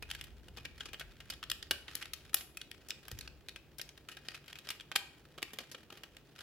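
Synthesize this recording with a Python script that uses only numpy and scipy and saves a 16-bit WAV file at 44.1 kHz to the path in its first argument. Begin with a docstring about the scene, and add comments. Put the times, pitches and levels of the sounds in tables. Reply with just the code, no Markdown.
"""In a small room, two hands fold a hollow plastic toy car shut close to a stereo microphone.
Hinges tick, panels knock and rub, and a few tabs snap home loudly: short noise bursts ring the shell's resonances.
Sliding parts add a faint stick-slip hiss; an arm bumps the table once, a deep thump of two fading sines.
The room answers with a short bright tail, over steady air, a low table rumble and a faint wavering hum."""
import sys
import numpy as np
from scipy import signal
from scipy.fft import rfft, irfft, next_fast_len
from scipy.io import wavfile

SR = 44100
rng = np.random.default_rng(int(sys.argv[2]) if len(sys.argv) > 2 else 0)


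def unload_wav(signal):
    """Save mono or channel-first audio to the path in sys.argv[1] as 16-bit WAV at rate SR, clipped to [-1, 1]."""
    wavfile.write(
        sys.argv[1],
        SR,
        np.round(np.clip(np.atleast_2d(signal).T, -1, 1) * 32767).astype(np.int16),
    )


N = 283122

BUMP_S = 3.126  # when an arm bumps the table


def amp(db):
    """Decibels to gain."""
    return 10 ** (np.asarray(db) / 20)


def unit(x):
    """x at rms 1."""
    return x / np.sqrt(np.mean(x ** 2) + 1e-20)


def along(points, hz):
    """(frequency [Hz], value) points read on a log frequency axis."""
    f, v = np.transpose(points)
    return np.interp(np.log(hz + 1), np.log(f + 1), v)


def filtered(x, response):
    """x times a response of frequency."""
    m = next_fast_len(N + SR // 2)
    hz = np.fft.rfftfreq(m, 1 / SR)
    return irfft(rfft(x, m) * response(hz), m)[..., :N]


def causal(db):
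    """The minimum-phase response with these dB per bin: it rings only after a blow."""
    cepstrum = irfft(np.log(amp(db)))
    half = cepstrum.shape[-1] // 2
    cepstrum[1:half] *= 2
    cepstrum[half + 1:] = 0
    return np.exp(rfft(cepstrum))


def lift_db(hz, centre, width, db):
    """The bump of one resonance."""
    return db / (1 + (2 * (hz - centre) / width) ** 2)


def shell_db(hz, vary=0):
    """Lift of the hollow shell's resonances; where it is struck varies their strengths."""
    # resonances of the shell: (centre [Hz], width [Hz], lift before variation [dB])
    modes = [(802, 130, 4), (1276, 160, 4.5), (1616, 110, 4), (1871, 53, 6), (2500, 200, 6),
             (2895, 110, 5.5), (3230, 440, 7.5), (3770, 440, 3.5), (4380, 88, 5), (5120, 120, 5),
             (7350, 1700, 1.5), (10690, 950, 8), (11440, 340, 6), (12880, 1000, 5.5), (14060, 1200, 6),
             (14700, 830, 9)]
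    return sum(lift_db(hz, *mode) * (1 + vary * rng.standard_normal()) for mode in modes)


def ports(pair, hz):
    """Two unrelated spectra as left and right: alike in the bass, unrelated in the treble."""
    # likeness of the microphone's two sides: (frequency [Hz], correlation [0 to 1])
    likeness = [(100, .82), (500, .88), (1400, .94), (2500, .76), (4000, .45), (6000, .15), (9000, .05),
                (16000, .05)]
    turn = np.arccos(np.clip(along(likeness, hz), -1, 1)) / 2
    mid = pair[0] * np.cos(turn)
    side = pair[1] * np.sin(turn)
    return np.array([mid + side, mid - side])


def stereo(pair, colour_db):
    """Two unrelated signals as a coloured stereo sound of rms 1."""
    m = next_fast_len(N + SR // 4)
    hz = np.fft.rfftfreq(m, 1 / SR)
    spectra = ports(rfft(pair, m), hz) * amp(colour_db(hz))
    return unit(irfft(spectra, m)[:, :N])


def shaking(rumble_db=-55.5, sink_db_per_s=4, shake_db=-52.5, shake_db_per_s=38):
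    """Strength of the rumble of the table under the arms: it settles slowly and swells once at the bump."""
    t = np.arange(N) / SR
    jolt = (t > BUMP_S) * amp(shake_db - shake_db_per_s * np.abs(t - BUMP_S))
    return np.hypot(amp(rumble_db - sink_db_per_s * t), jolt)


def background(air_db=-63, apart_db=-8, hum_hz=143, hum_db=-72):
    """Room air and table rumble as coloured noise, and a faint hum that wavers as a narrow noise band."""
    # colour of the room air: (frequency [Hz], relative density [dB per Hz])
    air_colour = [(22, -34.5), (45, -7.5), (74, -8), (145, -10), (240, -13), (350, -10.5), (600, -19),
                  (940, -25.5), (1560, -31), (2900, -30), (7700, -41), (12500, -42.5), (16000, -33)]
    # colour of the table rumble: (frequency [Hz], relative density [dB per Hz])
    rumble_colour = [(20, -26.5), (35, -12), (52, -1), (75, -1.5), (105, -14), (160, -19), (300, -22.5),
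                     (800, -69)]
    air = stereo(rng.standard_normal((2, N)), lambda hz: along(air_colour, hz))
    deep_noise = filtered(rng.standard_normal((2, N)), lambda hz: amp(along(rumble_colour, hz)))
    mid, side = unit(deep_noise)
    apart = amp(apart_db) * side
    rumble = unit(np.array([mid + apart, mid - apart]))
    hum = unit(filtered(rng.standard_normal(N), lambda hz: 1 / (1 + ((hz - hum_hz) / 4) ** 2)))
    return amp(air_db) * air + shaking() * rumble + amp(hum_db) * hum


def sliding(attack_s=0.019, release_s=0.031, grip_db=-71):
    """Strength of the sliding: each stroke sets in, holds and lets go; the fingers never rest completely."""
    # strokes of panels and fingers: (time at full strength [s], hold [s], level before the rubbing trim [dB])
    strokes = [(0.067, 0.23, -59), (0.566, .06, -57), (0.764, 0.09, -57.5), (1.113, 0.019, -59),
               (1.22, .1, -62), (1.55, 0.14, -67.5), (1.876, .11, -57.5), (1.997, 0.048, -50),
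               (2.162, 0.15, -62.5), (2.73, 0.091, -62.5), (3.027, .21, -60), (3.46, 0.033, -63),
               (4.103, 0.27, -64.5), (4.301, 0.052, -50.5), (4.43, 0.32, -60), (5.126, 0.17, -66),
               (5.482, 0.35, -65), (5.943, 0.26, -66.5), (6.369, 0.034, -53)]
    t = np.arange(N) / SR
    strengths = []
    for s, length, db in strokes:
        attack = np.clip((t - s) / attack_s + 1, 0, 1)
        release = np.exp(-np.maximum(t - s - length, 0) / release_s)
        strengths.append(amp(db) * attack * release)
    return np.maximum(amp(grip_db), np.max(strengths, axis=0))


def rubbing(level_db=-1, slips_per_s=200, spread_db=5, slip_t60=0.023, smooth_share=0.091):
    """Sliding plastic sticks and slips: tiny uneven ticks over a faint hiss, coloured by the shell."""
    # colour of the friction: (frequency [Hz], relative density before the shell [dB per Hz])
    friction_colour = [(100, -22), (400, -12), (950, -9.5), (1500, 2.5), (3000, -4), (5000, -4),
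                       (8500, -13.5), (12500, -19.5), (16000, -30.5)]
    chance = rng.random(N)
    size = amp(spread_db * np.clip(rng.standard_normal(N), -2, 2))
    fade = amp(-60 * np.arange(SR // 20) / SR / slip_t60)
    slips = unit(signal.fftconvolve((chance < slips_per_s / SR) * size, fade)[:N])
    grit = (slips + smooth_share) * rng.standard_normal((2, N))
    rub = stereo(grit, lambda hz: along(friction_colour, hz) + shell_db(hz))
    return amp(level_db) * sliding() * rub


def contact_bands(thud, sizzle, part_hz):
    """Relative dB of thud, knock, middle, edge and sizzle: heavy contacts knock, hard ones have an edge."""
    def favoured(hz, octaves):
        """The struck part favours the band around its own pitch."""
        return 6.5 * np.exp(-(np.log2(part_hz / hz) / octaves) ** 2)

    knock = -3.5 + 0.18 * thud + favoured(1500, 0.32)
    edge = -3 + 0.38 * sizzle + favoured(5380, 0.34)
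    return np.array([thud, knock, 0, edge, sizzle])


def click(bands_db, part_hz, t60, pan_db, rise=0.00047, hold=0.0025, chatter_db=4.0, part_db=6,
          part_width=0.15, treble_speed=1.1, treble_hz=7500, size=4096):
    """One contact: the parts chatter for a few ms and ring the struck part and the shell."""
    # borders of thud, knock, middle, edge and sizzle: [Hz]
    band_edges = [250, 1000, 2200, 4500, 9000, 16000]
    # colour of a contact before shell, part and band levels: (frequency [Hz], relative density [dB per Hz])
    contact_colour = [(40, -21.5), (150, -8), (400, -4.5), (950, -7.5), (1500, -1), (3000, 2), (5000, -0.5),
                      (8500, -8), (12500, -14), (16000, -23.5)]
    t, hz = np.arange(size) / SR, np.fft.rfftfreq(size, 1 / SR)
    chatter = np.interp(t, t[::16], rng.standard_normal(size // 16))
    grit = amp(chatter_db * chatter) * rng.standard_normal((2, size))

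    def force(u):
        """Spectra of the chattering noise, rising, holding and fading along the time u."""
        attack = 1 - np.exp(-(u / rise) ** 2)
        fade = amp(-60 * np.maximum(u - hold, 0) / t60)
        return rfft(grit * attack * fade)

    # the treble comes and goes faster than the body
    treble = 1 - 1 / (1 + (hz / treble_hz) ** 4)
    blow = (1 - treble) * force(t) + treble * force(t * treble_speed)
    colour_db = along(contact_colour, hz) + shell_db(hz, vary=0.39)
    colour_db = colour_db + lift_db(hz, part_hz, part_width * part_hz, part_db)
    # hands and shell shade one side, mostly in the treble
    shade_db = pan_db / 2 * hz ** 2 / (hz ** 2 + 2000 ** 2)
    ring = ports(blow, hz) * [causal(colour_db + shade_db), causal(colour_db - shade_db)]
    bands = list(zip(band_edges[:-1], band_edges[1:]))
    centres = [np.sqrt(lo * hi) for lo, hi in bands]
    # two passes bring the bands close to their levels: energy spread over 10 ms
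    for _ in range(2):
        power = np.mean(np.abs(ring) ** 2, axis=0) * 2 / size / (SR / 100)
        own_db = [10 * np.log10(power[(hz >= lo) & (hz < hi)].sum()) for lo, hi in bands]
        correction = np.transpose([centres, bands_db - np.array(own_db)])
        ring = ring * causal(along(correction, hz))
    return irfft(ring)


def clicks(level_db=0, left_db=1):
    """Every tick, knock and snap of the parts, each a contact that rings the shell."""
    # contacts: (time [s], level near 3 kHz [dB], thud [dB re level], sizzle [dB re level],
    # pitch of the struck part [Hz], t60 before a 5 ms floor [s], left over right before left_db [dB])
    contacts = [(0.0239, -45.5, -9, -10, 2500, 0.036, 0.5), (0.1006, -46, -22, -10, 3580, 0.058, 1),
                (.112, -39, -20, -10.5, 2880, 0.011, 2), (0.1489, -47.5, -23, -6.5, 1630, .022, -1),
                (0.2108, -45, -23, -9.5, 1950, .015, -3), (0.239, -54.5, -16, -1, 3150, .039, 3),
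                (.4826, -57, -4, -9.5, 2960, .023, 0), (0.5712, -51, -5, -9, 4460, 0.034, 2),
                (0.5814, -50.5, -7, -14, 3140, 0.032, 0), (.651, -42, -15, -15.5, 2340, 0.031, 1),
                (.8061, -41, -20, -21, 3230, 0.033, 1), (.8552, -48.5, -9, -9.5, 4900, 0.041, -1),
                (0.886, -53, -9, -17, 2480, .043, 6), (.932, -47, -9.5, -7.5, 2950, .062, 1),
                (.942, -46, -12.5, -30, 3130, 0.033, -1), (0.996, -46.5, -20, -5, 3200, 0.066, -2),
                (1.0084, -46.5, -8, -16, 1520, 0.051, -1), (1.2025, -51.5, -14, -12, 1830, .038, 1),
                (1.3002, -42.5, -15.5, -3.5, 4750, 0.035, -1), (1.321, -49.5, -13, -16, 3200, 0.068, -6),
                (1.3358, -50.5, -25, -10, 3300, .023, 0), (1.428, -45, -15.5, -15, 1410, 0.031, 1),
                (1.4374, -46.5, -34, -12, 3210, 0.0079, -1), (1.4992, -39.5, -26, -5.5, 4740, .011, 1),
                (1.5146, -34, -27.5, -6, 3360, 0.015, -2.5), (1.6261, -46, -19, -11.5, 5010, 0.018, -3),
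                (1.7095, -29, -12.5, -5.5, 3190, 0.025, 0), (1.88, -46.5, -12.5, -22, 2050, 0.039, -1),
                (1.9519, -45, -18, 7.5, 4460, .013, 2), (1.963, -50.5, -15, -11, 3070, 0.07, 2),
                (2.0246, -44.5, -23, -16, 1530, 0.024, -2), (2.0553, -50, -17, -11, 1300, .012, 2),
                (2.1341, -42, -26, -2.5, 4280, 0.021, 2), (2.3314, -55.5, -4, -2, 1610, 0.049, 5),
                (2.3424, -35, -12.5, 10.5, 3880, 0.016, 1.5), (2.3667, -45, -22, -5, 4400, 0.15, -4),
                (2.408, -49, -19, -7, 2200, .037, -4), (2.5705, -44.5, -30, -5.5, 2500, .02, 1),
                (2.614, -44.5, -39, -13.5, 3840, .012, -3), (2.7133, -47.5, -22, -8, 2200, 0.0092, 1),
                (2.8857, -58.5, -17, 5.5, 5630, 0.013, 3), (2.895, -57, -3, -2, 5650, 0.048, 14),
                (2.905, -39, -44.5, -12.5, 5370, 0.011, -0.5), (2.914, -50.5, -15, -22, 3730, 0.021, 1),
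                (3.0814, -53.5, -10, 2, 1630, 0.0089, 2), (3.114, -50.5, -4, -0.5, 6160, 0.021, 3),
                (3.1872, -52.5, -15, 1, 5640, 0.013, -2), (3.2091, -48, -30, -7, 4180, 0.019, -1),
                (3.2757, -49, -15, -16.5, 4930, .014, 1.5), (3.485, -46.5, -19, -9, 3840, .011, 4),
                (3.492, -49.5, -28, -12, 3850, .012, -2), (3.5596, -47.5, -13.5, -13.5, 2440, 0.036, 2.5),
                (3.7834, -55.5, -18, 7, 5300, 0.051, 7), (3.7954, -45.5, -12, -18, 2220, 0.028, -7),
                (3.8137, -46, -19, -0.5, 5900, 0.017, 4), (3.89, -54.5, -23, -9.5, 5700, .015, 2),
                (3.976, -56.5, -13, -11, 3800, .022, 3), (4.086, -47.5, -21, -8, 1650, 0.041, 2),
                (4.1145, -50, -19.5, -10, 2840, 0.072, 1), (4.169, -51.5, -12, -11, 1650, 0.023, 4),
                (4.285, -42.5, -15, -11, 4800, 0.0091, 1.5), (4.4797, -53, -17, -10, 2180, 0.028, 3),
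                (4.5287, -50.5, -20, -10, 2670, .008, 0), (4.555, -50.5, -21, -17, 2560, 0.045, 2),
                (4.5867, -51, -26, -7, 3800, .026, -2), (4.6713, -54, -5, -12, 4490, 0.0073, 4),
                (4.6883, -44, -15, -7, 5500, 0.019, 2), (4.7033, -39, -18, -5, 2160, 0.046, .5),
                (4.7986, -49.5, -28.5, -25, 3560, 0.013, -3), (4.807, -49.5, -28, -13, 3320, 0.031, 1),
                (4.9157, -43, -8, -14, 1280, 0.034, 0), (4.9547, -47, -2.5, -9, 4960, 0.0068, 0),
                (4.9582, -27, -16, -7, 2390, 0.032, -.5), (5.378, -49.5, -3, -13, 1160, 0.048, -1),
                (5.4194, -51.5, -6, -9, 2760, 0.018, -3), (5.4268, -37, -10.5, -8, 2660, 0.019, 1),
                (5.533, -51.5, -3, -1, 3120, 0.053, -1), (5.5863, -41, -10.5, -8.5, 2440, 0.026, 1),
                (5.603, -52.5, -0.5, -9, 4500, 0.089, -4), (5.7144, -53, -9, -0.5, 5340, .067, -1),
                (5.7456, -47, -6.5, -19, 2850, 0.028, 1), (5.902, -53, -8, -14, 1140, .025, -1),
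                (5.9234, -54, -1, -8, 3330, 0.033, -1), (5.9726, -55.5, -8, -8, 1140, 0.065, -1),
                (6.0339, -48, -12.5, -11, 2900, 0.03, 0), (6.1673, -54, -14.5, -10, 2860, 0.0071, -2)]
    out = np.zeros((2, N + SR))
    for s, db, thud, sizzle, part_hz, t60, pan in contacts:
        bands_db = db + contact_bands(thud, sizzle, part_hz)
        sound = click(bands_db, part_hz, max(t60, .005), pan + left_db)
        out[:, round(s * SR):][:, :sound.shape[1]] += sound
    return amp(level_db) * out[:, :N]


def room(x, delay=.005, count=16):
    """The walls' tail, decaying noise; it changes in steps as the toy moves in the hands."""
    # decay of the room: (frequency [Hz], t60 [s])
    decay = [(200, 0.24), (800, 0.57), (2500, 0.45), (5500, 0.36), (11000, 0.4), (16000, 0.21)]
    # colour of the reflections: (frequency [Hz], relative reflected level [dB])
    wall_colour = [(100, 2), (600, 3.5), (1400, 0), (2000, 0), (2500, 5), (3200, -0.5), (4500, 2),
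                   (8000, 0), (11000, -3.5), (16000, 4)]
    out, t = np.zeros((2, N + 2 * SR)), np.arange(N)
    for part in np.array_split(t, count):
        hz, s, z = signal.stft(rng.standard_normal((2, SR // 2)), SR, nperseg=256)
        z = z * amp(along(wall_colour, hz)[:, None] - 60 * s / along(decay, hz)[:, None])
        # doubled Hz: sound from all sides reaches the two ports less alike than the direct sound
        tail = signal.istft(ports(z, hz[:, None] * 2), SR, nperseg=256)[1]
        wet = signal.fftconvolve(x[:, part], tail / np.linalg.norm(tail[0]), axes=1)
        out[:, part[0] + round(delay * SR):][:, :wet.shape[1]] += wet
    return out[:, :N]


def bump(level_db=-40, low_hz=72, high_hz=108, t60=0.15, rise=0.004):
    """A soft, deep thump of an arm against the table: two low sines that fade together."""
    t = np.maximum(np.arange(N) / SR - BUMP_S, 0)
    ring = np.sin(2 * np.pi * low_hz * t) + np.sin(2 * np.pi * high_hz * t)
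    return amp(level_db - 60 * t / t60) * (1 - np.exp(-t / rise)) * ring


def scene(room_db=-12):
    """The toy near the microphone, in its room, with the bump and the background."""
    toy = clicks() + rubbing()
    return toy + amp(room_db) * room(toy) + bump() + background()


def record(dry, top_hz=16050):
    """The recorder's band limit: a very steep low-pass."""
    return filtered(dry, lambda hz: 1 / np.sqrt(1 + (hz / top_hz) ** 120))


dry = scene()
out = record(dry)
unload_wav(out)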